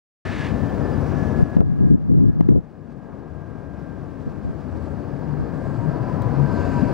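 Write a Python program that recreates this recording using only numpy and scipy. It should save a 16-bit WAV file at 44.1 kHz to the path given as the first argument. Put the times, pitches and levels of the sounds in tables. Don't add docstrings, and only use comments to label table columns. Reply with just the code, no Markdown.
import sys
import numpy as np
from scipy import signal
from scipy.fft import rfft, irfft, next_fast_len
from scipy.io import wavfile
from scipy.ndimage import uniform_filter1d

SR = 44100
rng = np.random.default_rng(int(sys.argv[2]) if len(sys.argv) > 2 else 0)


def output_pcm(signal):
    pcm = np.clip(np.atleast_2d(signal).T, -1, 1) * 32767
    wavfile.write(sys.argv[1], SR, np.round(pcm).astype(np.int16))


N = 305613
T = np.arange(N) / SR
HZ = np.fft.rfftfreq(N, 1 / SR)

# (frequency [Hz], relative level [dB])
ENGINE_EQ = [(25,-21), (45,-12), (70,-2.5), (100,-3.5), (145,-2), (200,-3.5), (270,-4.5), (340,-10),
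             (480,-16), (680,-18), (870,-23.5), (1150,-25.5), (1600,-33), (2300,-39)]
CYLINDER_ACCENTS = [-6, -4, 1.5, -1]
# (pitch [multiple of the firing rate], level against the rumble [dB])
ENGINE_TONES = [(1, -12), (1.249, -9.5), (1.5, -22), (1.999, -14.5), (3.33, -13), (3.85, -11),
                (6.44, -17.5)]
# (time [s], level [dB])
CLATTER_RIDE = [(.25, -32), (1.5, -31.5), (1.75, -29.5), (2.05, -30.5), (2.7, -32), (3.15, -28.5),
                (4.3, -30.5), (5.6, -31.5), (6.93, -30)]
# (frequency [Hz], relative level [dB])
GEAR_HISS_EQ = [(1900,2), (2500,1.5), (3100,-5), (3550,-6.5), (4100,-7.5), (4650,-6.5), (5600,-9.5),
                (7200,-14.5), (9500,-20.5), (15000,-29.5)]
# (time [s], pitch [Hz])
WHINE_PITCH = [(.25, 1762), (.8, 1762), (1.2, 1712), (1.55, 1675), (1.87, 1636), (2.17, 1610), (2.3, 1672),
               (2.45, 1630), (2.9, 1625), (3.5, 1606), (4.4, 1578), (5.3, 1596), (5.75, 1597), (6.2, 1583),
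               (6.5, 1568), (6.93, 1548)]
# (start [s], end [s], level [dB])
WHINE_SPELLS = [(0.193, 0.472, -47), (.47, 0.713, -54), (0.825, 0.89, -48), (1.18, 1.77, -48),
                (1.77, 1.955, -45.5), (2.24, 2.346, -48), (2.883, 3.35, -52.5), (3.35, 4.03, -47),
                (4.08, 4.5, -57), (5.35, 6.1, -56), (6.424, 6.92, -45.8)]
# (frequency [Hz], relative level [dB])
SPURT_EQ = [(900, 9.5), (1400, 5.5), (1750, 9), (2400, 4), (3200, -2), (5000, -10), (7000, -17),
            (10000, -27), (15000, -46)]
# (pitch [Hz], relative level [dB])
SPURT_TONES = [(1680, -41.5), (1843, -55.5), (2039, -48), (2159, -52), (2480, -57), (2729, -59),
               (2872, -54), (3029, -64), (3440, -58), (4510, -67)]
# (start [s], end [s], level [dB], fine eddies against the gust [dB])
WIND_GUSTS = [(1.39, 1.42, -20, -1.5), (1.563, 1.639, -12, 0), (1.628, 1.744, -10, -35),
              (1.796, 1.883, -3.5, -35), (1.903, 1.957, 6, -25), (2.091, 2.306, 3, -24.5),
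              (2.396, 2.413, -10.5, 1), (2.449, 2.479, -14, -10), (2.496, 2.531, 7, -11),
              (2.537, 2.589, 2.5, -11.5), (4.27, 4.284, -7.5, -31), (4.44, 4.514, -15.5, -23),
              (4.726, 4.771, -25, -31), (5.389, 5.435, -17, -29.5)]
# (frequency [Hz], relative level [dB])
WIND_EQ = [(20, -40.5), (45, -11.5), (80, -4), (145, 2.5), (220, -2.5), (330, -10.5), (480, -22.5),
           (750, -47.5), (1500, -66), (4000, -99)]
# (time [s], signed peak [relative], pitch [Hz], half length [s])
EDDY_SLAPS = [(1.4307, 1.25, 140, .0058), (1.5688, -2.5, 170, .0035), (1.6066, 5.7, 140, .0027),
              (1.9151, 3.5, 220, .0025), (1.9455, -3.6, 200, .0025), (2.4098, 4.6, 230, .0024),
              (2.4906, 6.2, 300, .0026), (2.5072, -2.2, 190, .003), (2.561, 2.1, 430, .0014)]
# (time [s], signed peak [linear], pitch [Hz], half length [s])
OVERLOAD_CRACKS = [(1.5686, -.03, 1400, .00025), (1.6066, .24, 1200, .00019), (2.4906, .26, 1400, .00016),
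                   (2.5068, .06, 1100, .0011), (2.5295, .06, 850, .001), (2.5614, .11, 850, .0008)]
# (start [s], end [s], pitch [Hz], width [Hz], level [dB])
STEEL_SQUEAKS = [(0.678, 0.707, 3170, 70, -58), (.83, 0.872, 4890, 260, -65),
                 (0.91, 0.948, 4840, 170, -59.5), (.99, 1.35, 5700, 1200, -66),
                 (3.773, 3.815, 5300, 200, -65), (3.815, 3.882, 4830, 350, -66), (4.72, 5.05, 562, 24, -39),
                 (4.79, 4.95, 7200, 3000, -68), (5.2, 5.335, 950, 35, -42), (5.53, 5.88, 7340, 2400, -68.5),
                 (5.55, 6.5, 1300, 30, -55), (5.6, 5.63, 11050, 300, -70), (6.52, 6.847, 6950, 1310, -67),
                 (6.551, 6.95, 2490, 600, -56.5)]
# (time [s], signed peak [linear], pitch [Hz], half length [s])
MACHINE_THUDS = [(4.8, 0.057, 80.1, 0.15), (4.956, 0.055, 95, 0.015), (5.335, 0.083, 148.4, 0.046),
                 (5.525, 0.079, 153, 0.016), (5.79, 0.11, 116, .025), (5.887, 0.18, 149, 0.019),
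                 (6.015, 0.16, 132, 0.011), (6.14, 0.18, 141, 0.0077), (6.225, 0.083, 113, 0.012),
                 (6.27, 0.14, 123, 0.018), (6.415, 0.16, 142, 0.059), (6.54, 0.072, 223.7, 0.014),
                 (6.765, 0.095, 144.6, 0.029), (6.8243, -0.25, 156, 0.0048), (6.833, 0.15, 239, 0.0091)]
# (time [s], pitch [Hz])
WHEEL_PITCH = [(5.82, 930), (5.94, 972), (6.06, 1016), (6.3, 982), (6.93, 970)]
# (frequency [Hz], left minus right [dB], left lead [rad], likeness [0-1])
STEREO_IMAGE = [(40.4, 14.5, -0.074, 0.84), (154, 16.5, -1.28, 0.89), (277, 13.5, -1.02, 0.89),
                (483, 8, -1.25, 1), (1010, 2, -0.64, 0.7), (2500, 0, -0.35, 0.97), (4460, 1, -0.2, 0.83),
                (7140, 0, -0.97, 0.31), (12000, -0.5, -1.84, 0.33)]

# (time [s], soft edge [s])
HIDE, CLEAR = (5.03, 0.13), (6.48, 0.069)


def amp(db):
    return 10 ** (np.asarray(db) / 20)


def unit_rms(x):
    return x / np.sqrt(np.mean(x ** 2) + 1e-20)


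def automation(rows):
    return np.interp(T, *np.transpose(rows))


def spectra(rows):
    hz, *columns = np.transpose(rows)
    return [np.interp(np.log(HZ + 1), np.log(hz), column) for column in columns]


def shaped(x, gain):
    return unit_rms(irfft(rfft(x) * gain, N))


def lowpass(hz, order):
    return 1 / np.sqrt(1 + (HZ / hz) ** (2 * order))


def noise():
    return rng.standard_normal(N)


def drift(rate_hz):
    size = next_fast_len(N)
    rolloff = np.sqrt(1 + (np.fft.rfftfreq(size, 1 / SR) / rate_hz) ** 6)
    return unit_rms(irfft(rfft(rng.standard_normal(size)) / rolloff, size)[:N])


def resonance(hz, width_hz):
    angle = 2 * np.pi * np.cumsum(hz * np.ones(N)) / SR
    return unit_rms(drift(width_hz / 2) * np.cos(angle) + drift(width_hz / 2) * np.sin(angle))


def rise(start, edge):
    return (1 + np.tanh((T - start) / edge)) / 2


def gate(start, end, edge):
    return rise(start, edge) - rise(end, edge)


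def puffs(rows, lag=0):
    t = T - lag
    return sum(peak * np.cos(2 * np.pi * hz * (t - at)) * np.exp(-np.minimum(((t - at) / half) ** 2, 50))
               for at, peak, hz, half in rows)


def engine(firing_hz=73.4, unevenness=0.35, knock=0.042, pulse_share=0.3, opening_dip_db=-5):
    turns = np.cumsum(firing_hz * (1 + 0.00828 * drift(2.96))) / SR
    firing = turns.astype(int)
    strength = amp(CYLINDER_ACCENTS)[firing % len(CYLINDER_ACCENTS)] * (1 + unevenness * noise()[firing])
    pulses = unit_rms(np.diff(firing, prepend=0) * strength)
    knocks = unit_rms(strength * np.exp(-(turns % 1) / 0.65))
    rattle = (1 + knock * knocks) * amp(0.5 * drift(65))

    clatter_db = automation(CLATTER_RIDE)
    swell_db = clatter_db + 29.5
    passed, clear = rise(*HIDE), rise(*CLEAR)
    rumble_db = -24 + 0.77 * swell_db - 1.2 * passed
    hiss_db = -54.5 + 0.37 * swell_db - 3 * (passed - clear) + 0.2 * clear

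    colour, hiss_colour = amp(spectra(ENGINE_EQ)[0]), amp(spectra(GEAR_HISS_EQ)[0])
    lows, below_treble = lowpass(362, order=4), lowpass(1950, order=4)
    tones = sum(amp(db + 3.43 * drift(3.9)) * np.sin(2 * np.pi * (multiple * turns + rng.random()))
                for multiple, db in ENGINE_TONES)
    rumble = shaped(pulse_share * pulses + noise(), colour * lows) + tones
    rumble *= amp(rumble_db + 0.7 * drift(30))
    clatter = shaped(rattle * noise(), colour * np.sqrt(1 - lows ** 2) * below_treble)
    clatter *= amp(clatter_db + 0.57 * drift(5.5))
    hiss = shaped(rattle * noise(), hiss_colour * np.sqrt(1 - below_treble ** 2))
    hiss *= amp(hiss_db + 0.88 * drift(16))
    opening_rise = amp(opening_dip_db * (1 - rise(0.45, edge=0.034)))
    return (rumble + clatter + hiss) * opening_rise


def exhaust_boom(level_db=-37, hidden_boost_db=5):
    pipe = np.tanh(2 * resonance(145, width_hz=28))
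    hidden = rise(*HIDE) - rise(*CLEAR)
    return shaped(pipe, lowpass(210, order=6)) * amp(level_db + hidden_boost_db * hidden)


def drive_whine(floor_db=-56.5, waver=0.0015, skirt_db=-16):
    hz = automation(WHINE_PITCH)
    floor = amp(floor_db + 2.5 * drift(7))
    flutter = amp(0.7 * drift(10))
    swells = sum(amp(db) * gate(start, end, edge=0.014) for start, end, db in WHINE_SPELLS)
    tone = unit_rms(np.sin(2 * np.pi * np.cumsum(hz * (1 + waver * drift(27))) / SR))
    casing = amp(-51.5) * resonance(1640, width_hz=240)
    skirt = amp(skirt_db) * resonance(hz, width_hz=110)
    return (floor + swells) * flutter * (tone + skirt) + casing


def spurt(level_db=-36, shut_s=0.48, growth_db_per_s=14, decay_db_per_s=55):
    colour = amp(spectra(SPURT_EQ)[0]) * (1 - lowpass(620, order=3))
    hiss = amp(level_db + 0.89 * drift(35)) * shaped(noise(), colour)
    whistles = sum(amp(db - 4) * resonance(hz, width_hz=14) for hz, db in SPURT_TONES)
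    build = amp(-growth_db_per_s * np.maximum(shut_s - T, 0))
    shut = rise(shut_s, edge=0.033)
    tail = amp(-13 - decay_db_per_s * np.maximum(T - shut_s, 0))
    return (hiss * build + whistles) * (1 - shut + shut * tail)


def line_whistle(hz=15734, tremolo_hz=13.5):
    return amp(-75) * np.sin(2 * np.pi * hz * T) * (1 + 0.6 * np.sin(2 * np.pi * tremolo_hz * T))


def wind(breeze_db=-34.5, windy_db=-8, left_db=2.5, eddy_limit=1.9, gust_edge_s=0.0053):
    breeze = amp(breeze_db) + amp(windy_db) * gate(1.58, 2.6, edge=0.014)
    force, fine_force = breeze * amp(2 * drift(4.2)), 0
    for start, end, db, fine_db in WIND_GUSTS:
        gust = amp(db) * gate(start, end, gust_edge_s)
        force += gust
        fine_force += gust * amp(fine_db)

    colour, eddies = amp(spectra(WIND_EQ)[0]), noise()
    bright = shaped(eddies, colour)
    dull = shaped(eddies, colour * lowpass(170, order=1) / (HZ + 40))
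    hardness = force / (force + 0.32)
    push = hardness * bright + (1 - hardness) * dull
    push /= np.sqrt(uniform_filter1d(push ** 2, size=1300) + 0.18)
    push /= (1 + (abs(signal.hilbert(push)) / eddy_limit) ** 6) ** (1 / 6)

    lumps = amp(5 * drift(90))
    crackle_band = lowpass(470, order=4) * (1 - lowpass(120, order=3))
    *port_crackles, shared_crackle = [fine_force * shaped(lumps * noise(), crackle_band) for _ in range(3)]
    buffet = force * push + shared_crackle
    left, right = [amp(-14) * force * shaped(noise(), colour) + 0.32 * crackle
                   for crackle in port_crackles]
    left += amp(left_db) * (buffet + puffs(EDDY_SLAPS))
    right -= buffet + 0.9 * puffs(EDDY_SLAPS, lag=0.00008)
    return np.array([left, right]) + puffs(OVERLOAD_CRACKS)


def squeaks(fade_share=0.16):
    return sum(amp(db) * gate(start, end, fade_share * (end - start)) * resonance(hz, width_hz)
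               for start, end, hz, width_hz, db in STEEL_SQUEAKS)


def rail_song(start_s=4.3, level_db=-66, clear_boost_db=5.5):
    level = amp(level_db + clear_boost_db * rise(*CLEAR) + 1.5 * drift(11))
    return level * rise(start_s, edge=0.25) * resonance(4610, width_hz=1000)


def thuds():
    return puffs(MACHINE_THUDS)


def wheel_ring(start_s=5.79, level_db=-40.5, wander_hz=4, flutter_db=2.5):
    ring = resonance(automation(WHEEL_PITCH) + wander_hz * drift(12), width_hz=26)
    flutter = unit_rms(amp(flutter_db * drift(18)))
    return amp(level_db) * rise(start_s, edge=0.05) * ring * flutter


def tick(at_s=6.2205, level_db=-43.5, decay_s=0.002):
    decay = np.exp(-np.clip((T - at_s) / decay_s, 0, 50)) * (T > at_s)
    click = shaped(noise(), (1 - lowpass(2500, order=2)) * lowpass(9000, order=1))
    return amp(level_db) * decay * (click + 0.8 * resonance(3600, width_hz=700))


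def microphone_pair(direct, diffuse):
    balance_db, phase, likeness = spectra(STEREO_IMAGE)
    lean = amp(balance_db / 2) * np.exp(0.5j * phase)
    mid = rfft(direct)
    side = rfft(diffuse) * np.sqrt((1 - likeness) / (1 + likeness))
    pair = np.array([(mid + side) * lean, (mid - side) / lean])
    return irfft(pair / abs((lean + 1 / lean) / 2), N)


def scene(start_s=0.25):
    direct = engine() + exhaust_boom() + drive_whine() + thuds()
    direct += wheel_ring() + squeaks() + rail_song() + spurt() + tick()
    diffuse = engine() + exhaust_boom() + thuds() + rail_song() + 0.2 * spurt()
    fade_in = np.clip((T - start_s) / 0.0043, 0, 1)
    return (microphone_pair(direct, diffuse) + wind() + line_whistle()) * fade_in


def peak_hold(over_db, release_db_per_s):
    fall = T * release_db_per_s
    return np.maximum.accumulate(over_db + fall) - fall


def record(dry, threshold_db=-9, cutoff_hz=15900):
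    power_db = 10 * np.log10(abs(uniform_filter1d((dry ** 2).mean(0), size=800)) + 1e-12)
    over_db = np.maximum(power_db - threshold_db, 0)
    slow_db = peak_hold(0.95 * over_db, release_db_per_s=4.61)
    quick_db = peak_hold(over_db, release_db_per_s=17)
    duck_db = uniform_filter1d(np.maximum(slow_db, quick_db), size=200)
    clipped = np.clip(dry / amp(duck_db), -1, 1)
    high_cut = signal.firwin(1023, cutoff_hz, window=("kaiser", 9), fs=SR)
    return signal.oaconvolve(clipped, high_cut[None], "same")


dry = scene()
out = record(dry)
output_pcm(out)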